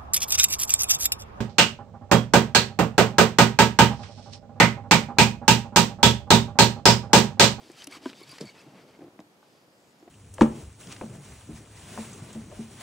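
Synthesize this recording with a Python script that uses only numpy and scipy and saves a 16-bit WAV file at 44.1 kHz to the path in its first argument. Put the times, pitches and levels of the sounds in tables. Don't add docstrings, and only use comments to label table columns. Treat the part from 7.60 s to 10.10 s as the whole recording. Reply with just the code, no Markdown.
import sys
import numpy as np
from scipy import signal
from scipy.fft import rfft, irfft
from scipy.io import wavfile
from scipy.ndimage import uniform_filter1d

SR = 44100
rng = np.random.default_rng(int(sys.argv[2]) if len(sys.argv) > 2 else 0)


def voltage_ratio(level):
    return 10 ** (np.asarray(level, float) / 20)


def dump(signal):
    limited = np.clip(np.atleast_2d(signal).T, -1, 1)
    pcm = np.round(limited * 32767).astype(np.int16)
    wavfile.write(sys.argv[1], SR, pcm)


N = 110250


def evened(x):
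    return x / np.sqrt(np.mean(abs(x) ** 2) + 1e-20)


def read(points, hz):
    f, value = np.transpose(points)
    return np.interp(np.log(hz + 1), np.log(f + 1), value)


def add(mix, start, sound):
    at = round(start * SR)
    sound = sound[max(-at, 0):]
    part = mix[max(at, 0):][:len(sound)]
    part += sound[:len(part)]


def resonate(x, hz, width):
    pole = np.exp((2j * hz - width) * np.pi / SR)
    return 2 * signal.lfilter([1 - abs(pole)], [1, -pole], x).real


def resonate_twice(x, hz, width):
    return resonate(resonate(x, hz, width), hz, width)


def highpass(x, hz):
    return signal.lfilter(*signal.butter(2, hz / (SR / 2), "high"), x)


def arch(length, edge):
    u = np.linspace(0, 1, max(round(length * SR), 2))
    slope = np.minimum(u, 1 - u) / np.clip(edge, .02, .5)
    return np.sin(np.pi / 2 * np.clip(slope, 0, 1)) ** 2


def gated(start, length, edge):
    gate = np.zeros(N)
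    add(gate, start, arch(length, edge))
    return gate


def grains(per_s, spread_db):
    size = voltage_ratio(spread_db * np.minimum(rng.exponential(1, N), 5))
    happens = rng.random(N) < per_s / SR
    return evened(size * happens * rng.standard_normal((2, N)))


def right_ear(left, other, likeness):
    return likeness * left + np.sqrt(1 - likeness ** 2) * other


def shaped(x, db, same, patch_db):
    hz, _, z = signal.stft(x, SR, nperseg=512, noverlap=384)
    patch = uniform_filter1d(rng.standard_normal(z.shape[1:]), size=6, axis=0)
    patch = evened(uniform_filter1d(patch, size=8, axis=1))
    likeness = np.clip(read(same, hz), -1, 1)[:, None]
    gain = voltage_ratio(read(db, hz)[:, None] + patch_db * patch)
    z = np.array([z[0], right_ear(z[0], z[1], likeness)]) * gain
    return evened(signal.istft(z, SR, nperseg=512, noverlap=384)[1][:, :N])


def ring(modes, swell_cycles):
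    t = np.arange(9000) / SR
    tone = np.zeros(len(t))
    for k, (hz, db, t60) in enumerate(modes):
        swell = 1 - np.exp(-t * hz / swell_cycles)
        tone += (-1) ** k * voltage_ratio(db - 60 * t / t60) * np.sin(2 * np.pi * hz * t) * swell
    rattle = evened(resonate_twice(rng.standard_normal(len(t)), 1010, 2260))
    return tone / abs(tone).max() + voltage_ratio(-17.5 - 60 * t / 0.041) * rattle


# start in seconds, peak level in dB, pitch in Hz, t60 in seconds.
BUMPS = [(0.098, -36.5, 337, 0.034), (0.273, -37, 289.4, 0.093), (0.288, -47, 287, 0.12),
         (0.367, -41, 295, 0.034), (0.406, -47, 284, 0.088), (0.432, -43, 300, 0.089),
         (.494, -40.5, 253, 0.052), (.513, -48, 330, 0.029), (.527, -48, 411, 0.026),
         (0.613, -40, 366, 0.026), (0.728, -44.5, 276, 0.036), (.78, -50, 465, 0.035),
         (0.804, -38.5, 458.6, 0.041), (.824, -38, 463, 0.035), (0.816, -40.5, 290, 0.045),
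         (0.831, -38, 212, 0.056), (.838, -38, 330, 0.031), (.845, -45, 593, .04), (.854, -42, 190, 0.026),
         (.94, -52.5, 335, 0.042), (1.064, -43.5, 303, 0.054), (1.069, -50, 143, 0.11),
         (1.12, -47.5, 247, 0.04), (1.186, -54, 300, .05), (1.15, -49, 190.4, .08),
         (1.39, -41, 327.7, 0.022), (1.407, -42, 312, 0.0276), (1.418, -36.5, 318, 0.039),
         (1.413, -48, 727, 0.044), (1.427, -47.5, 155, 0.046), (1.428, -46, 523, 0.034),
         (1.452, -54, 650, 0.027), (1.438, -45, 302, 0.055), (1.444, -41.5, 324, 0.072),
         (1.464, -43.5, 296, 0.04), (1.479, -40.5, 330, 0.027), (1.639, -55.5, 300, 0.096),
         (2.426, -42.5, 336, 0.044), (2.456, -53, 320, 0.043)]
# start in seconds, peak level in dB.
BLOWS = [
    (0.457, -21.5),
    (0.4604, -26),
    (0.809, -27),
    (1.591, -35),
    (1.603, -39.5),
    (2.477, -38.5),
    (1.828, -47),
]
# frequency in Hz, level in dB, t60 in seconds.
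STERN = [(258, 6.5, 0.074), (369, 6.5, 0.049), (490, -1, 0.043), (650, 1, 0.0525), (821, -12, .03),
         (989, 0.5, 0.053), (1220, -18.5, 0.045), (1547, -4.5, 0.067), (1740, -9.5, 0.039),
         (2200, -7, 0.025), (2790, -16, .02), (3291, -4, 0.0164)]
SIDE_WALL = [(150.3, -4, 0.2), (191, 2.5, 0.1), (284, 3, 0.037), (373, 6.5, .03), (455, 7.5, 0.036),
             (604, -12, 0.103), (890, -23, 0.032), (1255, -25, 0.02)]
BOW = [(199.6, 6.5, 0.0985), (300, 7, 0.16), (500, 2, 0.043), (624.5, 5, 0.053), (785, 8.5, 0.0141),
       (1085, 1, 0.022), (1900, -3, 0.0067)]
RIM = [(330, 10.5, 0.028), (698.6, 3, 0.046), (980, -15, 0.022)]
TAP = [(858, 2.1, 0.038), (1156, 1, 0.02), (1496, 0, 0.02)]


def knocks():
    out = np.zeros(N)
    for start, db, hz, t60 in BUMPS:
        modes = [(hz, 0, t60), (1.32 * hz, -6, 0.3 * t60), (2.11 * hz, -14, 0.57 * t60)]
        add(out, start, voltage_ratio(db) * ring(modes, swell_cycles=1.17))
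    places = [STERN, STERN[:2], SIDE_WALL, BOW, BOW, RIM, TAP]
    for (start, db), place in zip(BLOWS, places):
        add(out, start, voltage_ratio(db) * ring(place, swell_cycles=0.29))
    return out


# start in seconds, length in seconds, level in dB, brightness in dB.
STROKES = [(-.04, 0.2385, -60, 6), (0.149, 0.12, -50, 5), (0.291, 0.1031, -45.5, 3),
           (0.406, 0.13, -50.5, 4.5), (0.524, 0.15, -61.5, 10.5), (0.644, 0.165, -51.5, 5),
           (0.788, 0.061, -53.5, 4.5), (0.818, 0.1191, -56, 4), (0.92, 0.14, -60, 2), (1.132, 0.12, -64, 1),
           (1.274, 0.0517, -65.5, 2), (1.32, 0.0536, -69.5, -1.5), (-.5, 2.23, -61, 2.5),
           (1.751, 0.347, -68, 5), (2.121, 0.43, -70.5, 3.5)]
# frequency in Hz, level in dB per Hz.
RASP_COLOUR = [(300, 1), (700, 4.5), (1500, 5.5), (5000, -2), (10500, -16.5), (12500, -23)]
# frequency in Hz, left-right likeness from -1 to 1.
RASP_LIKENESS = [(100, .995), (1500, 0.898), (4000, 0.99), (10000, 0.9)]
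# frequency in Hz, width in Hz, level in dB.
POLE_MODES = [(2370, 1320, 8), (3070, 51, 5), (4580, 320, 3.5), (7806, 447, 6.5), (10200, 470, 2)]


def rasp():
    raw = shaped(grains(per_s=20000, spread_db=1.2), RASP_COLOUR, RASP_LIKENESS, patch_db=1.5)
    pole = sum(voltage_ratio(db) * resonate(raw, hz, width) for hz, width, db in POLE_MODES)
    raw = evened(raw + voltage_ratio(-5) * pole)
    high = highpass(raw, 3500)
    low = raw - high
    out = np.zeros((2, N))
    for start, length, db, bright_db in STROKES:
        tilted = voltage_ratio(-bright_db) * low + voltage_ratio(bright_db) * high
        out += gated(start, length, edge=0.35) * voltage_ratio(db) * tilted
    return out


# start in seconds, peak level in dB, centre in Hz, width in Hz, length in seconds.
TICKS = [(0.117, -43, 7400, 3000, 0.00466), (0.221, -35, 2940, 900, .005), (.242, -34, 5100, 1200, 0.0059),
         (0.244, -32, 10200, 2000, 0.00256), (0.273, -34, 2950, 1510, 0.0058),
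         (.27, -33.5, 5960, 2500, .008), (.2712, -27.5, 10100, 1800, 0.00412),
         (0.313, -38, 9540, 2500, 0.0023), (0.4937, -39, 3100, 1200, 0.0024), (.5, -35, 2950, 700, 0.0016),
         (.5045, -48, 2900, 900, 0.0026), (0.531, -36, 1810, 2500, 0.0017), (0.535, -43, 2310, 700, 0.0036),
         (0.607, -38, 12500, 5040, .001), (.631, -41, 10200, 2500, .002), (.6928, -38.5, 9900, 1800, .002),
         (.693, -50, 13000, 1800, .0015), (0.7152, -36, 9900, 1800, 0.0025),
         (.7146, -48, 13500, 4000, .0015), (0.7814, -40, 13000, 5000, 0.00103),
         (0.7833, -38, 1900, 1500, 0.017), (.784, -36, 4750, 1500, 0.0062),
         (0.8092, -34, 7900, 2480, 0.0062), (0.809, -33, 4510, 1500, 0.025), (0.811, -41, 6210, 900, 0.01),
         (.8555, -42, 8000, 2000, .002), (.8555, -52, 12000, 2000, .0015),
         (1.015, -48, 5500, 5000, 0.00315), (1.28, -52, 5000, 5000, .003), (1.439, -54, 4650, 3000, 0.0054),
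         (1.591, -54.5, 3000, 2500, 0.0025), (1.6025, -47.5, 5200, 1600, 0.0047),
         (1.603, -51, 3000, 2000, .004), (1.5995, -55, 7500, 1200, .004)]


def ticks():
    out, t = np.zeros(N), np.arange(900) / SR
    for start, db, hz, width, length in TICKS:
        grit = rng.standard_normal(len(t)) * np.minimum(t / 0.000493, 1)
        slip = (grit + 1.85 * (t == 0)) * voltage_ratio(-26 * t / length)
        crack = resonate_twice(slip, 0.69 * hz, hz)
        snap = resonate_twice(slip, hz, width) + voltage_ratio(-14) * crack
        add(out, start, voltage_ratio(db) * snap / abs(snap).max())
    return out


# start in seconds, length in seconds, pitch in Hz, level in dB,
# second harmonic in dB.
SQUEAKS = [(0.174, 0.0652, 3070, -54.5, -7), (0.319, 0.051, 1148, -52.5, -4),
           (0.321, 0.0091, 2200, -46.5, -2), (0.631, 0.01475, 2200, -55, 2.5),
           (0.596, 0.051, 1104, -59.5, -0.5), (0.689, 0.043, 4774, -50.5, -32),
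           (0.719, 0.027, 1077, -54, -25), (0.843, 0.07, 2250, -55, 0.5), (0.962, 0.06, 2600, -58.5, -7),
           (0.629, 0.12, 135, -60, -23), (0.841, 0.04437, 116, -52, -10), (1.049, 0.066, 134, -60.5, -2.5)]


def squeaks():
    out = np.zeros(N)
    for start, length, hz, db, second_db in SQUEAKS:
        gate, width = arch(length, 0.305), min(91, 0.16 * hz)
        tone = np.zeros(len(gate))
        for k, harmonic_db in ((1, 0), (2, second_db)):
            x = resonate(rng.standard_normal(8000), k * hz, k * width)
            x = resonate(x, k * hz, 3 * k * width)
            tone += voltage_ratio(harmonic_db) * evened(x[-len(gate):])
        add(out, start, voltage_ratio(db) * gate * tone)
    return out


# start in seconds, length in seconds, centre in Hz, width in Hz, level in dB.
SWISHES = [
    (1.85, .42, 4860, 820, -75.5),
    (2.16, 0.343, 7000, 1200, -79),
    (2.2, 0.25, 5340, 600, -79.5),
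    (2.1, 0.25, 7600, 1400, -77.5),
    (0.493, 0.18, 3626, 440, -65),
]


def swishes():
    out, grain = np.zeros(N), grains(per_s=3000, spread_db=2.9)[0]
    for start, length, hz, width, db in SWISHES:
        hiss = evened(resonate_twice(grain, hz, width))
        out += voltage_ratio(db) * gated(start, length, edge=0.19) * hiss
    return out


# time in seconds, level in dB.
DRAG_LEVEL = [(0., -55.5), (.2, -61), (.5, -55), (.7, -62), (.95, -59), (1.15, -54.5), (1.3, -56.5),
              (1.45, -56), (1.7, -63.5), (2.348, -63.5), (2.5, -58.5)]
# frequency in Hz, level in dB per Hz.
HULL_COLOUR = [(40, -22.5), (140, -1), (330, -1.5), (800, -8), (1500, -22.5)]


def drag():
    s, db = np.transpose(DRAG_LEVEL)
    hz = np.fft.rfftfreq(N, 1 / SR)
    colour = voltage_ratio(read(HULL_COLOUR, hz) - 60 * (hz > 1500))
    thuds = irfft(rfft(grains(per_s=4000, spread_db=1.2)[0]) * colour, N)
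    return evened(thuds) * voltage_ratio(np.interp(np.arange(N) / SR, s, db))


def echoes(x):
    t = np.arange(4000) / SR
    scattered = rng.random((2, len(t))) < .05
    taps = rng.standard_normal((2, len(t))) * scattered * voltage_ratio(-60 * t / 0.122) * (t > .002)
    taps = taps / np.linalg.norm(taps[0])
    return voltage_ratio(-21) * signal.fftconvolve(highpass(x, 450)[None], taps, axes=1)[:, :N]


# frequency in Hz, level in dB per Hz.
AIR_COLOUR = [(25, -48), (130, -2.5), (400, -0.5), (850, -3), (1400, -5.5), (5000, -13), (8000, -18),
              (15800, -16.5)]
# frequency in Hz, left-right likeness from -1 to 1.
AIR_LIKENESS = [(60, 0.18), (700, 0.496), (2000, -0.275), (5000, 0.11), (7000, 0.546), (9000, -0.022),
                (13000, -0.65)]


def air():
    left, other = rfft(rng.standard_normal((2, N)))
    hz = np.fft.rfftfreq(N, 1 / SR)
    likeness = np.clip(read(AIR_LIKENESS, hz), -1, 1)
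    both = np.array([left, right_ear(left, other, likeness)])
    return voltage_ratio(-62.5) * evened(irfft(both * voltage_ratio(read(AIR_COLOUR, hz)), N))


def scene():
    body = knocks() + squeaks() + drag()
    snaps = signal.lfilter(*signal.butter(3, 14500 / (SR / 2)), ticks())
    near = body + np.array([np.roll(snaps, shift=1), snaps]) + rasp() + swishes()
    balance = voltage_ratio(np.array([[0.28], [-0.28]]))
    return near * balance + echoes(body + snaps) + air()


def low_pass(x):
    return signal.sosfilt(signal.butter(12, 16450, fs=SR, output="sos"), x)


def record(dry):
    top_cut = signal.firwin(511, 15750, window=("kaiser", 9), fs=SR)
    x = signal.oaconvolve(highpass(dry, 70), top_cut[None], "same")
    return low_pass(x)


dry = scene()
out = record(dry)
dump(out)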